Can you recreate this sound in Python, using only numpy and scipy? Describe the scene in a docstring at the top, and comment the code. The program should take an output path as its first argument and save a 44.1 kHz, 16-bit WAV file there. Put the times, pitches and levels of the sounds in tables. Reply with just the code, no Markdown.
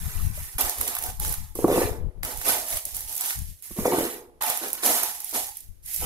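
"""First comes ice sliding out of a plastic cup, with a draught buffeting the left microphone port.
Close to a handheld recorder in a bare room, the cup is dug into a bag of ice cubes and emptied into a
hollow box, again and again. Ice and bag crackle in dense grains, cubes clink and crack, and the cup hums
and knocks as they rub and strike it. Cubes thud on the box floor; meltwater drips ring as small bubbles."""
import sys
import numpy as np
from scipy import signal
from scipy.fft import rfft, irfft
from scipy.io import wavfile

SR = 44100
rng = np.random.default_rng(int(sys.argv[2]) if len(sys.argv) > 2 else 0)


def unload_wav(signal):
    """Save mono or channel-first audio to the path in sys.argv[1] as 16-bit WAV at rate SR, clipped to [-1, 1]."""
    wavfile.write(
        sys.argv[1],
        SR,
        np.round(np.clip(np.atleast_2d(signal).T, -1, 1) * 32767).astype(np.int16),
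    )


N = 266981


def amp(db):
    """Decibels to amplitude."""
    return 10 ** (np.asarray(db) / 20)


def unit_rms(x):
    """Each channel scaled to rms 1."""
    return x / np.sqrt(np.mean(x ** 2, axis=-1, keepdims=True) + 1e-20)


def at_hz(points, hz):
    """Read a curve along a logarithmic frequency axis."""
    return np.interp(np.log(hz + 1), np.log(np.array(points)[:, 0]), np.array(points)[:, 1])


def butter(x, order, hz, kind):
    """Butterworth filter."""
    return signal.sosfilt(signal.butter(order, hz, kind, fs=SR, output="sos"), x)


def colour(x, spectrum):
    """Minimum-phase filter with the given dB spectrum."""
    cepstrum = irfft(at_hz(spectrum, np.linspace(0, SR / 2, 2049)) * np.log(10) / 20)
    cepstrum[1:2048] *= 2
    cepstrum[2049:] = 0
    impulse = irfft(np.exp(rfft(cepstrum)))[:2048]
    return signal.oaconvolve(x, impulse)[:N]


def drift(rate_hz):
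    """Slow random wander of spread 1."""
    r = np.exp(-80 * np.pi * rate_hz / SR)
    slow = signal.lfilter([1], [1, -2 * r, r * r], rng.standard_normal(N // 40 + 2002))[2000:]
    return np.interp(np.arange(N) / 40, np.arange(len(slow)), unit_rms(slow))


def grains(per_s, spread_db):
    """Random clicks of uneven size and sign; rms 1."""
    sizes = amp(spread_db * np.minimum(rng.exponential(1, N), 4)) * rng.choice([-1, 1], N)
    return unit_rms(sizes * (rng.random(N) < per_s / SR))


def resonate(x, peaks):
    """Parallel resonances (pitch [Hz], width [Hz], level [dB]) with alternating signs; rms 1."""
    out = 0
    for k, (hz, width_hz, db) in enumerate(peaks):
        r = np.exp(-np.pi * width_hz / SR)
        poles = [1, -2 * r * np.cos(2 * np.pi * hz / SR), r * r]
        out = out + (-1) ** k * amp(db) * (1 - r * r) * signal.lfilter([1, 0, -1], poles, x)
    return unit_rms(out)


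def placed(x, lag, roam=0):
    """The left port, farther off, hears the sound lag samples later; a roaming source shifts that lag."""
    read = np.arange(N) - lag - np.round(roam * drift(25)).astype(int)
    return np.array([x[np.clip(read, 0, N - 1)], x])


# Background of the bare room: (frequency [Hz], density [dB])
ROOM_TONE = [(40, -28.5), (300, 11.5), (1000, -4), (4000, -7.5), (11000, -9), (16000, -18)]
def room_tone(level_db=-70):
    """A faint steady hush, separate at each port."""
    hush = np.array([colour(noise, ROOM_TONE) for noise in rng.standard_normal((2, N))])
    return amp(level_db) * unit_rms(hush)


# Ring of the walls around the microphone: (frequency [Hz], t60 [s])
ROOM_DECAY = [(100, 0.19), (500, 0.19), (2000, 0.2), (8000, 0.12), (16000, 0.096)]
def room_echo(x, alike_below_hz=340, first_echo_s=0.003):
    """Reflections die away by octave band; the two ports hear the long waves alike."""
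    t, tail = np.arange(SR) / SR, 0
    mid, side = rng.standard_normal((2, SR))
    side = butter(side, 1, alike_below_hz, "high")
    for low in 80 * 2. ** np.arange(8):
        band = butter([mid + side, mid - side], 2, [low, min(2 * low, .45 * SR)], "band")
        t60 = at_hz(ROOM_DECAY, low * np.sqrt(2))
        tail = tail + band * amp(-60 * t / t60) / np.sqrt(t60)
    tail *= np.clip((t - first_echo_s) / 0.00013, 0, 1)
    tail /= np.sqrt(np.sum(tail ** 2) / 2)
    return signal.oaconvolve(x[None], tail, axes=1)[:, :N]


# Rumble of air right on the microphone: (frequency [Hz], density [dB])
WIND_RUMBLE = [(15, -1.5), (40, 0), (80, -3.5), (150, -14.5), (300, -37.5), (600, -80.5)]
# Gusts across the ports: (time [s], level [dB], half-width [s], left over right [dB])
PORT_GUSTS = [(0.0, -27, 0.1, 27), (0.25, -23, 0.072, 24), (0.402, -38, 0.077, 11), (0.563, -32, 0.01, 8),
              (0.667, -39, 0.032, -9), (0.81, -41, 0.029, 13), (0.97, -53.5, 0.19, -1),
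              (1.11, -39, 0.066, 11), (1.2, -36, 0.018, 25), (1.27, -31, 0.059, 8),
              (1.411, -36.5, 0.056, 14), (1.54, -49, 0.046, 27), (1.67, -36, 0.097, 8),
              (1.87, -33.5, 0.097, 32), (2.041, -24, 0.04, 26), (2.214, -32.5, 0.046, 21),
              (2.378, -39, 0.036, -13), (2.52, -49.5, 0.11, 14), (2.748, -40.5, 0.032, 20),
              (2.861, -47, 0.025, 23), (2.96, -45, 0.038, -26), (3.07, -48.5, 0.075, -10),
              (3.393, -33, 0.028, 37), (3.47, -37, 0.054, 39), (3.721, -47, 0.024, -5),
              (3.83, -35, 0.031, 14), (4.01, -47, 0.046, 25), (5.431, -55.5, 0.073, -26),
              (5.698, -46.5, 0.057, 22), (5.86, -53.5, 0.043, 20), (6.05, -33.5, 0.055, 16)]
def draught(calm_db=-62):
    """Lumpy low noise, its own on each port; each gust swells and passes, mostly over one port."""
    t, level = np.arange(N) / SR, np.full((2, N), amp(calm_db))
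    lumps = [unit_rms(colour(rng.standard_normal(N), WIND_RUMBLE) * amp(2.53 * drift(28)))
             for port in range(2)]
    for s, db, half_s, pan_db in PORT_GUSTS:
        sides = amp([[pan_db / 2], [-pan_db / 2]])
        swell = np.exp(-((t - s) / half_s) ** 2)
        level += amp(db) * 2 * sides / np.linalg.norm(sides) * swell
    return level * lumps


# Meltwater landing on the box floor: (time [s], level [dB], starting pitch [Hz])
MELTWATER = [(.197, -36, 1170), (.375, -37, 590), (.493, -44, 1970)]
def drips(ring_cycles=30, chirp=0.17):
    """Each drop traps a bubble that rings briefly, rising in pitch."""
    t, out = np.arange(SR // 10) / SR, np.zeros(N)
    attack = 1 - np.exp(-t / .001)
    for s, db, hz in MELTWATER:
        age = t * hz / ring_cycles
        ring = amp(db - 60 * age) * np.sin(2 * np.pi * hz * t * (1 + chirp * age))
        out[round(s * SR):round(s * SR) + len(t)] += ring * attack
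    return out


# Modes of the hollow box: (pitch [Hz], level [dB], t60 [s])
BOX_MODES = [(141, -28.5, 0.084), (207, -6, 0.056), (342.5, -1.5, 0.042), (435, 2.5, 0.026),
             (513, -0.5, 0.032), (646, 9.5, 0.013), (901, 12, 0.016), (1115, 6, 0.038), (1580, -9, 0.067),
             (1980, -17.5, 0.017), (2670, -13.5, 0.028)]
# Cubes landing in the box, near the microphone's centre line: (time [s], peak [dB], favoured pitch [Hz])
LANDINGS = [(1.554, -31.5, 207), (1.589, -16, 410), (1.623, -26.5, 397), (1.6431, -5, 385),
            (1.660, -25, 400), (1.681, -14, 700), (1.692, -17, 396), (1.700, -8.5, 457),
            (1.714, -11.5, 345), (1.726, -13.5, 496), (1.739, -19, 400), (1.758, -18, 564),
            (1.7762, -10, 480), (1.795, -23, 330), (1.816, -12, 537), (1.829, -18, 456), (1.85, -32, 350),
            (1.877, -27, 500), (1.892, -28, 510), (3.708, -34, 225), (3.786, -17.5, 220), (3.855, -10, 543),
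            (3.879, -12, 444), (3.903, -18, 400), (3.920, -17.5, 910), (3.931, -18.5, 344),
            (3.945, -16.5, 500), (3.983, -13.5, 355), (4.008, -16, 420), (4.031, -19.5, 380),
            (4.058, -30, 450), (6.021, -35, 780), (6.031, -32, 507), (6.043, -29.5, 212)]
def box_thuds(contact_hz=700, spot_octaves=0.53):
    """A cube rings the modes its landing spot favours; the soft contact hardly drives the high ones."""
    t, out = np.arange(SR // 5) / SR, np.zeros(N + SR)
    hz, level_db, t60 = np.transpose(BOX_MODES)[:, :, None]
    attack = (1 - np.exp(-t / .0011)) ** 2
    rings = amp(level_db - 60 * t / t60) * np.sin(2 * np.pi * hz * t) * attack
    softness = 1 + (hz[:, 0] / contact_hz) ** 3
    for s, db, spot_hz in LANDINGS:
        favoured = np.exp(-(np.log2(hz[:, 0] / spot_hz) / spot_octaves) ** 2) + amp(-9)
        scatter = 1 + .4 * rng.standard_normal(len(hz))
        thud = (favoured * scatter / softness) @ rings
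        out[round(s * SR):round(s * SR) + len(t)] -= amp(db) * thud / np.max(np.abs(thud))
    return out[:N]


# Cubes striking the cup, nearer the right port: (time [s], level [dB], pitch [Hz])
WALL_KNOCKS = [(.600, -24, 860), (2.231, -29, 1150), (2.477, -19.5, 696), (2.492, -19, 816),
               (4.4115, -17.5, 1090), (4.432, -29, 900), (4.439, -23, 856), (4.501, -19.5, 700),
               (4.859, -26, 500), (4.904, -19, 594), (5.036, -23, 875), (5.36, -30.5, 850)]
def cup_knocks(ring_cycles=11):
    """Each knock is a short dull ring of the plastic wall with one overtone."""
    t, out = np.arange(SR // 20) / SR, np.zeros(N)
    attack = 1 - np.exp(-t / .0003)
    for s, db, hz in WALL_KNOCKS:
        ring = np.sin(2 * np.pi * hz * t) + 0.32 * np.sin(2 * np.pi * 1.5 * hz * t)
        decay = amp(db - 60 * t * hz / ring_cycles)
        out[round(s * SR):round(s * SR) + len(t)] -= decay * ring * attack
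    return out


# Modes of the cup's wall: (pitch [Hz], width [Hz], level [dB])
CUP_WALL = [(847, 13, 1), (1252, 15, -11)]
# The cup as ice fills and leaves it: (time [s], air pitch [Hz], relative level of the wall [dB])
CUP_FILL = [(0, 752, -9.5), (.58, 790, -0.5), (0.719, 706, 2), (1.15, 743, -7), (1.2, 682, 18),
            (1.3, 726, 4.5), (1.5, 810, 9), (1.65, 696, -13.5), (2.23, 655, 3), (2.38, 766, 7),
            (2.47, 661, -4), (2.6, 690, -7), (2.78, 627, -14), (2.952, 744, 0), (3.099, 758, 7.5),
            (3.35, 780, -5), (3.9, 685, -13.5), (4.42, 722, 10), (4.521, 700, -5), (4.721, 800, -12),
            (4.9, 700, -5), (5.04, 700, -0.5), (5.2, 810, 0.5), (5.33, 640, -1.5), (5.54, 850, 1),
            (5.6, 800, -13), (6.05, 737, -0.5)]
def cup_hum(clumps, air_width_hz=85):
    """Rubbing contacts ring the cup's wall and the air inside it, whose pitch moves."""
    s, air_hz, wall_db = np.transpose(CUP_FILL)
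    t, rubbing = np.arange(N) / SR, grains(1500, spread_db=2.5) * clumps
    carrier = np.exp(2j * np.pi * np.cumsum(np.interp(t, s, air_hz)) / SR)
    pole = np.exp(-np.pi * air_width_hz / SR)
    air = (signal.lfilter([1], [1, -pole], rubbing / carrier) * carrier).real   # a gliding resonance
    wall = amp(np.interp(t, s, wall_db) - 5.5) * resonate(rubbing, CUP_WALL)
    return resonate(unit_rms(air) + wall, [(810, 600, 0)])


# Resonances of the ice heap: (pitch [Hz], width [Hz], level [dB])
HEAP_MODES = [(245, 66, 1.5), (345, 34.5, 6.5), (455, 223, -0.5)]
# Air and walls of the box under tumbling ice: (pitch [Hz], width [Hz], level [dB])
BOX_HOLLOW = [(237, 60, -13), (351, 22, 1.5), (437, 45, 2), (511, 33, 5.5)]
def low_crunch(clumps, pouring):
    """Tumbling cubes drive the heap and, during a pour, the hollow of the box."""
    tumbling = grains(500, spread_db=1.0) * clumps
    heap = resonate(resonate(tumbling, HEAP_MODES), [(337, 1280, 0)])
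    return (1 - 0.23 * pouring) * heap + 0.76 * pouring * resonate(tumbling, BOX_HOLLOW)


# Ice sliding out sounds hollower than ice dug: (frequency [Hz], gain [dB])
POUR_TONE = [(1000, -4.5), (2000, 1.6), (3500, -3), (6000, -1), (11000, 0.96)]
def clinks(clumps, pouring, tilt_db_per_octave=-0.5, q=52):
    """Cube on cube: sparse clicks dealt to short glassy rings spread over the treble; rms 1."""
    pitches = np.geomspace(980, 7500, 19) * 2 ** rng.uniform(-.07, .07, 19)
    clicks = grains(600, spread_db=1.0) * clumps
    dealt, out = rng.integers(0, len(pitches), N), 0
    for k, hz in enumerate(pitches):
        gain = amp(tilt_db_per_octave * np.log2(hz / 2000) + pouring * at_hz(POUR_TONE, hz))
        out = out + gain * resonate(clicks * (dealt == k) + 1e-18, [(hz, hz / q, 0)])
    return unit_rms(out)


# Ice and bag at close range: (frequency [Hz], density [dB])
CRACKLE_TONE = [(1000, -24.5), (2000, -6), (4000, -5.5), (6000, 0), (9000, 0), (12500, -1.5), (14000, -0.5),
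                (15800, -6)]
def crackle(clumps, pouring):
    """Ice and bag give off dense bright grains, hollower during a pour."""
    dug = unit_rms(colour(grains(3000, spread_db=2.5) * clumps, CRACKLE_TONE))
    return (1 - pouring) * dug + pouring * colour(dug, POUR_TONE)


# Shoves of the cup through the bag: (time [s], build-up [s], hold [s], crackle t60 [s],
# relative crackle level [dB], then over the crackle: clink [dB], cup hum [dB], low crunch [dB])
CUP_DIGS = [(0.582, 0.0089, 0.02, 0.97, -26, -5, -6, -9.5),
            (0.765, 0.045, 0.078, 0.41, -33, -11.5, -21, -8.5),
            (0.86, 0.0077, 0.13, 0.9, -38.5, -4, -5.5, -19),
            (0.99, 0.039, 0.073, 0.095, -36.5, -11, -3, -12.5),
            (1.195, 0.031, 0.082, 0.51, -32, -13, -19, -14.5), (1.28, 0.052, 0.011, 1, -61, 13, 7, -15),
            (2.229, 0.0019, 0.086, 0.44, -34, -6, -9, -9.5), (2.34, 0.082, .05, .4, -35, -13, -13, -16),
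            (2.44, 0.054, 0.0045, 0.2, -21, -5.5, -12, -11), (2.49, 0.024, 0.036, 1, -28.5, -6, -3.5, -12),
            (2.65, 0.059, 0.061, 0.27, -31.5, -12.5, -9, -22.5),
            (2.853, 0.0056, 0.013, 0.62, -36, -32, -12.5, -19.5),
            (2.93, 0.025, 0.013, 0.95, -34.5, -21, -17, -22),
            (3.069, 0.021, 0.05, 0.77, -35, -26, -16, -23),
            (3.158, 0.1, 0.054, 0.46, -29, -11.5, -16.5, -26), (3.4, 0.019, 0.096, 0.6, -50, -29, -26, -22),
            (4.407, 0.0071, 0.034, 0.26, -32, 0, -6, -20), (4.43, 0.057, 0.015, 1, -28.5, -3.5, -5, -17),
            (4.605, 0.024, 0.022, 0.63, -37, -2.5, -6.5, 1),
            (4.732, 0.0048, 0.0053, 0.29, -37, -12, -17, -12),
            (4.765, 0.012, 0.036, .3, -41.5, -2.5, -30, -12),
            (4.82, 0.04, 0.043, 1, -21.5, -9.5, -8.5, -10), (4.95, 0.024, 0.068, 0.79, -37, 0.5, -6, -14),
            (5.245, .004, 0.083, 0.17, -39, -31, -33.5, -27.5),
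            (5.324, 0.029, 0.0066, 0.55, -26, -10, -7.5, -9.5),
            (5.55, 0.007, 0.028, 0.35, -45.5, -38, -37, -38)]
# Ice and meltwater sliding out over the box: same columns
CUP_POURS = [(0.0, 0.001, 0.15, 0.88, -40.5, -4.5, -13.5, -19), (0.33, 0.022, 0.1, 0.52, -41, -8, -20, -25),
             (1.551, 0.003, 0.0043, 0.28, -38, -35, -29, -6.5), (1.59, 0.016, .03, 0.2, -43, -34, 1, 4),
             (1.655, 0.068, 0.048, 0.37, -35.5, 1, -9.5, 9), (1.71, 0.053, 0.062, 0.24, -33.5, -0.5, 2, 3),
             (3.62, 0.016, 0.13, 0.49, -42.5, -15.5, -27, -48),
             (3.755, 0.032, 0.027, 0.36, -37.5, -7, -32, 1), (3.84, 0.017, 0.0038, 0.09, -33, 2, 3, -15),
             (3.865, 0.068, 0.033, 0.24, -33, 0.5, 3.5, 5.5), (3.96, 0.021, 0.067, 0.32, -33, -1.5, -8, 2),
             (5.82, 0.061, 0.01, 0.79, -44, -19, -36, -36),
             (5.856, 0.061, 0.44, 0.58, -33.5, -31, -29, -35), (6.0, 0.056, .02, 1, -35.5, -0.5, -0.5, -14)]
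def cup_strokes(swell=0.82):
    """Strokes build, hold and die away: gains of crackle, clink, hum and crunch, then the poured share."""
    t = np.arange(0, N + 64, 64) / SR
    dug, poured = np.full((2, 4, len(t)), 1e-20)
    # By layer: lingering stretches the t60; settling above 1 steepens the fall as the ice comes to rest.
    for power, strokes, lingering, settling in [
            (dug, CUP_DIGS, [1, 0.62, 0.73, 0.44], [0.99, 0.99, 1, 1]),
            (poured, CUP_POURS, [1, 1, 1.9, 1.96], [1.6, 1.6, 1, 1])]:
        for s, build_s, hold_s, t60, db, *over_db in strokes:
            levels = amp(db + np.vstack([0, *over_db]))
            rise = np.clip((t - s) / build_s, 0, 1) ** swell
            age = np.maximum(t - s - build_s - hold_s, 0) / (t60 * np.vstack(lingering))
            fall = amp(-60 * age ** np.vstack(settling))
            power += (levels * rise * fall) ** 2
    total = dug + poured
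    return [np.interp(np.arange(N) / SR, t, curve) for curve in [*np.sqrt(total), poured[0] / total[0]]]


def stirred_ice(gains, level_db):
    """One spot in the moving ice: its crackle and its softer contacts come in the same clumps."""
    crackle_gain, clink_gain, hum_gain, crunch_gain, pouring = gains
    clumps = amp(1.35 * drift(15.8) + 0.35 * drift(55))
    layers = crackle_gain * crackle(clumps, pouring)
    layers += crunch_gain * low_crunch(clumps, pouring)
    layers += clink_gain * clinks(clumps, pouring)
    layers += hum_gain * cup_hum(clumps)
    return amp(level_db) * layers


# Single loud cracks close to the microphone:
# (time [s], peak of the top treble [dB], echo over the crack [dB], body over the treble [dB])
ICE_CRACKS = [(0.5823, -16, -1, -6.5), (0.6093, -9, 0, -16), (0.649, -19, -5.5, -13), (0.6955, -9, -6, -31),
              (0.7844, -20, -6, -14), (0.81, -14.5, 6.5, -12.5), (0.853, -17, -8, -13),
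              (0.8768, -17, 3, -8), (0.951, -12.5, -5, -17), (0.9668, -18, -9, -5), (0.986, -16, 1, -18),
              (1.0244, -17, -6, -22), (1.038, -14.5, -12, -20), (1.062, -19, -3, -9),
              (1.1968, -23.5, 9, -15), (1.2488, -16, -10, -7), (1.279, -21, -6, -25), (1.292, -20, 3, -29),
              (1.324, -14, 0, -39), (1.3394, -16, -3, -14), (1.552, -27, 9, -35), (1.681, -19.5, -8.5, -17),
              (1.7794, -18, -5, -19), (2.232, -17.5, -18, -2), (2.249, -17, -2, -9), (2.374, -18, -12, -24),
              (2.414, -22.5, -3, -5), (2.487, -8.5, -8, -18.5), (2.6844, -19, -8, -24),
              (2.703, -17, -2, -16.5), (2.725, -21.5, 3, -5.5), (2.745, -23, -3, -14), (2.77, -17.5, 1, -7),
              (2.8528, -12.5, -4, -34), (2.9475, -17, -13, -29), (2.957, -26, -5, -23),
              (2.967, -15, -8, -17), (3.0066, -19, -5, -15), (3.0946, -24, -9, -13),
              (3.1271, -21, -10, -20), (3.1382, -26, -4, -30), (3.1525, -18, -2, -30),
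              (3.1637, -15, -3, -29), (3.1782, -14, -7, -32), (3.2095, -9.5, -7, -21),
              (3.2526, -19, -12, -19), (3.2593, -17, -8, -9), (3.3059, -22, -9, 3),
              (3.389, -20, -12, -25.5), (3.6236, -27.5, -8, -18.5), (3.9856, -19, 0, -7),
              (4.4229, -9, -15, -17.5), (4.4338, -18, 1, -8), (4.4622, -16, -2, -11), (4.4933, -22, 0, -22),
              (4.5, -6.5, -22, -18), (4.574, -14, -13, -14), (4.635, -25, -2, -3), (4.683, -19, -10, -18),
              (4.703, -18.5, -8, -11.5), (4.731, -8, -16, -23.5), (4.7517, -26.5, -4, -5),
              (4.8341, -16, -5, -3), (4.8612, -6, -4, -13), (5.032, -11.5, -1, -27),
              (5.2033, -18.5, -9, -18), (5.2448, -15, -8, -32), (5.2932, -21, -12, -25),
              (5.311, -23.5, -4, -22), (5.3603, -23, -8, -6.5), (5.57, -23.5, -0.5, -36),
              (5.6047, -28.5, -1, -32), (5.86, -27, 0, -19), (5.944, -14, -7, -35), (5.962, -15, -11, -26)]
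def ice_cracks(snap_t60=0.004, body_t60=0.006, echo_s=0.0027):
    """Each crack is a bright snap, different at each port, and a duller body, echoed off the table."""
    t, out = np.arange(SR // 20) / SR, np.zeros((2, N + SR))
    noise = rng.standard_normal((len(ICE_CRACKS), 3, len(t))) * (1 - np.exp(-t / .0005))
    snaps = signal.lfilter([1, -0.9], [1], noise[:, :2] * amp(-60 * t / snap_t60))   # tilted to the treble
    snaps = butter(snaps, 3, 5200, "high")
    top_treble = butter(snaps, 1, [6000, 18000], "band")
    snaps /= np.max(np.abs(top_treble), axis=2, keepdims=True)
    bodies = butter(noise[:, 2] * amp(-60 * t / body_t60), 2, [900, 3500], "band")
    for (s, db, echo_db, body_db), snap, body in zip(ICE_CRACKS, snaps, bodies):
        body = amp(body_db) * body / np.max(np.abs(body))
        burst = amp(db) * (snap + [np.roll(body, 8), body])   # the body reaches the left port later
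        onset = round(s * SR)
        for start, gain in (onset, 1), (onset + round(echo_s * SR), amp(echo_db)):
            out[:, start:start + len(t)] += gain * burst
    return out[:, :N]


# Resonance of the air plug in the right microphone port: (frequency [Hz], gain [dB])
PORT_RESONANCE = [(2400, 1), (5000, 0.5), (7500, -1), (9500, 6), (11400, 12.5), (13000, 5.5), (14500, -1.5),
                  (16000, 4)]
def scene(room_db=-5):
    """Ice, cup and box a little right of centre, the room around them, the draught on the ports."""
    gains = cup_strokes()
    ice = [stirred_ice(gains, level_db=-7) for spot in range(3)]
    cracks, cup, box = ice_cracks(), cup_knocks(), box_thuds() + drips()
    direct = sum(placed(spot, lag, roam=3) for spot, lag in zip(ice, (8, 3, 11)))
    direct += cracks + placed(cup, lag=8) + placed(box, lag=2)
    into_room = sum(ice) + amp(-3) * (cracks[1] + cup) + amp(-2) * box
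    left, right = direct + room_tone() + amp(room_db) * room_echo(into_room)
    return [left, colour(right, PORT_RESONANCE)] + draught()


def record(dry):
    """The loudest peaks are softly rounded, and the handheld recorder cuts the top treble."""
    ceiling, cutoff_hz = 0.9, 16150
    rounded = ceiling * np.tanh(dry / ceiling)
    return signal.sosfilt(signal.cheby2(16, 60, cutoff_hz, fs=SR, output="sos"), rounded)


dry = scene()
out = record(dry)
unload_wav(out)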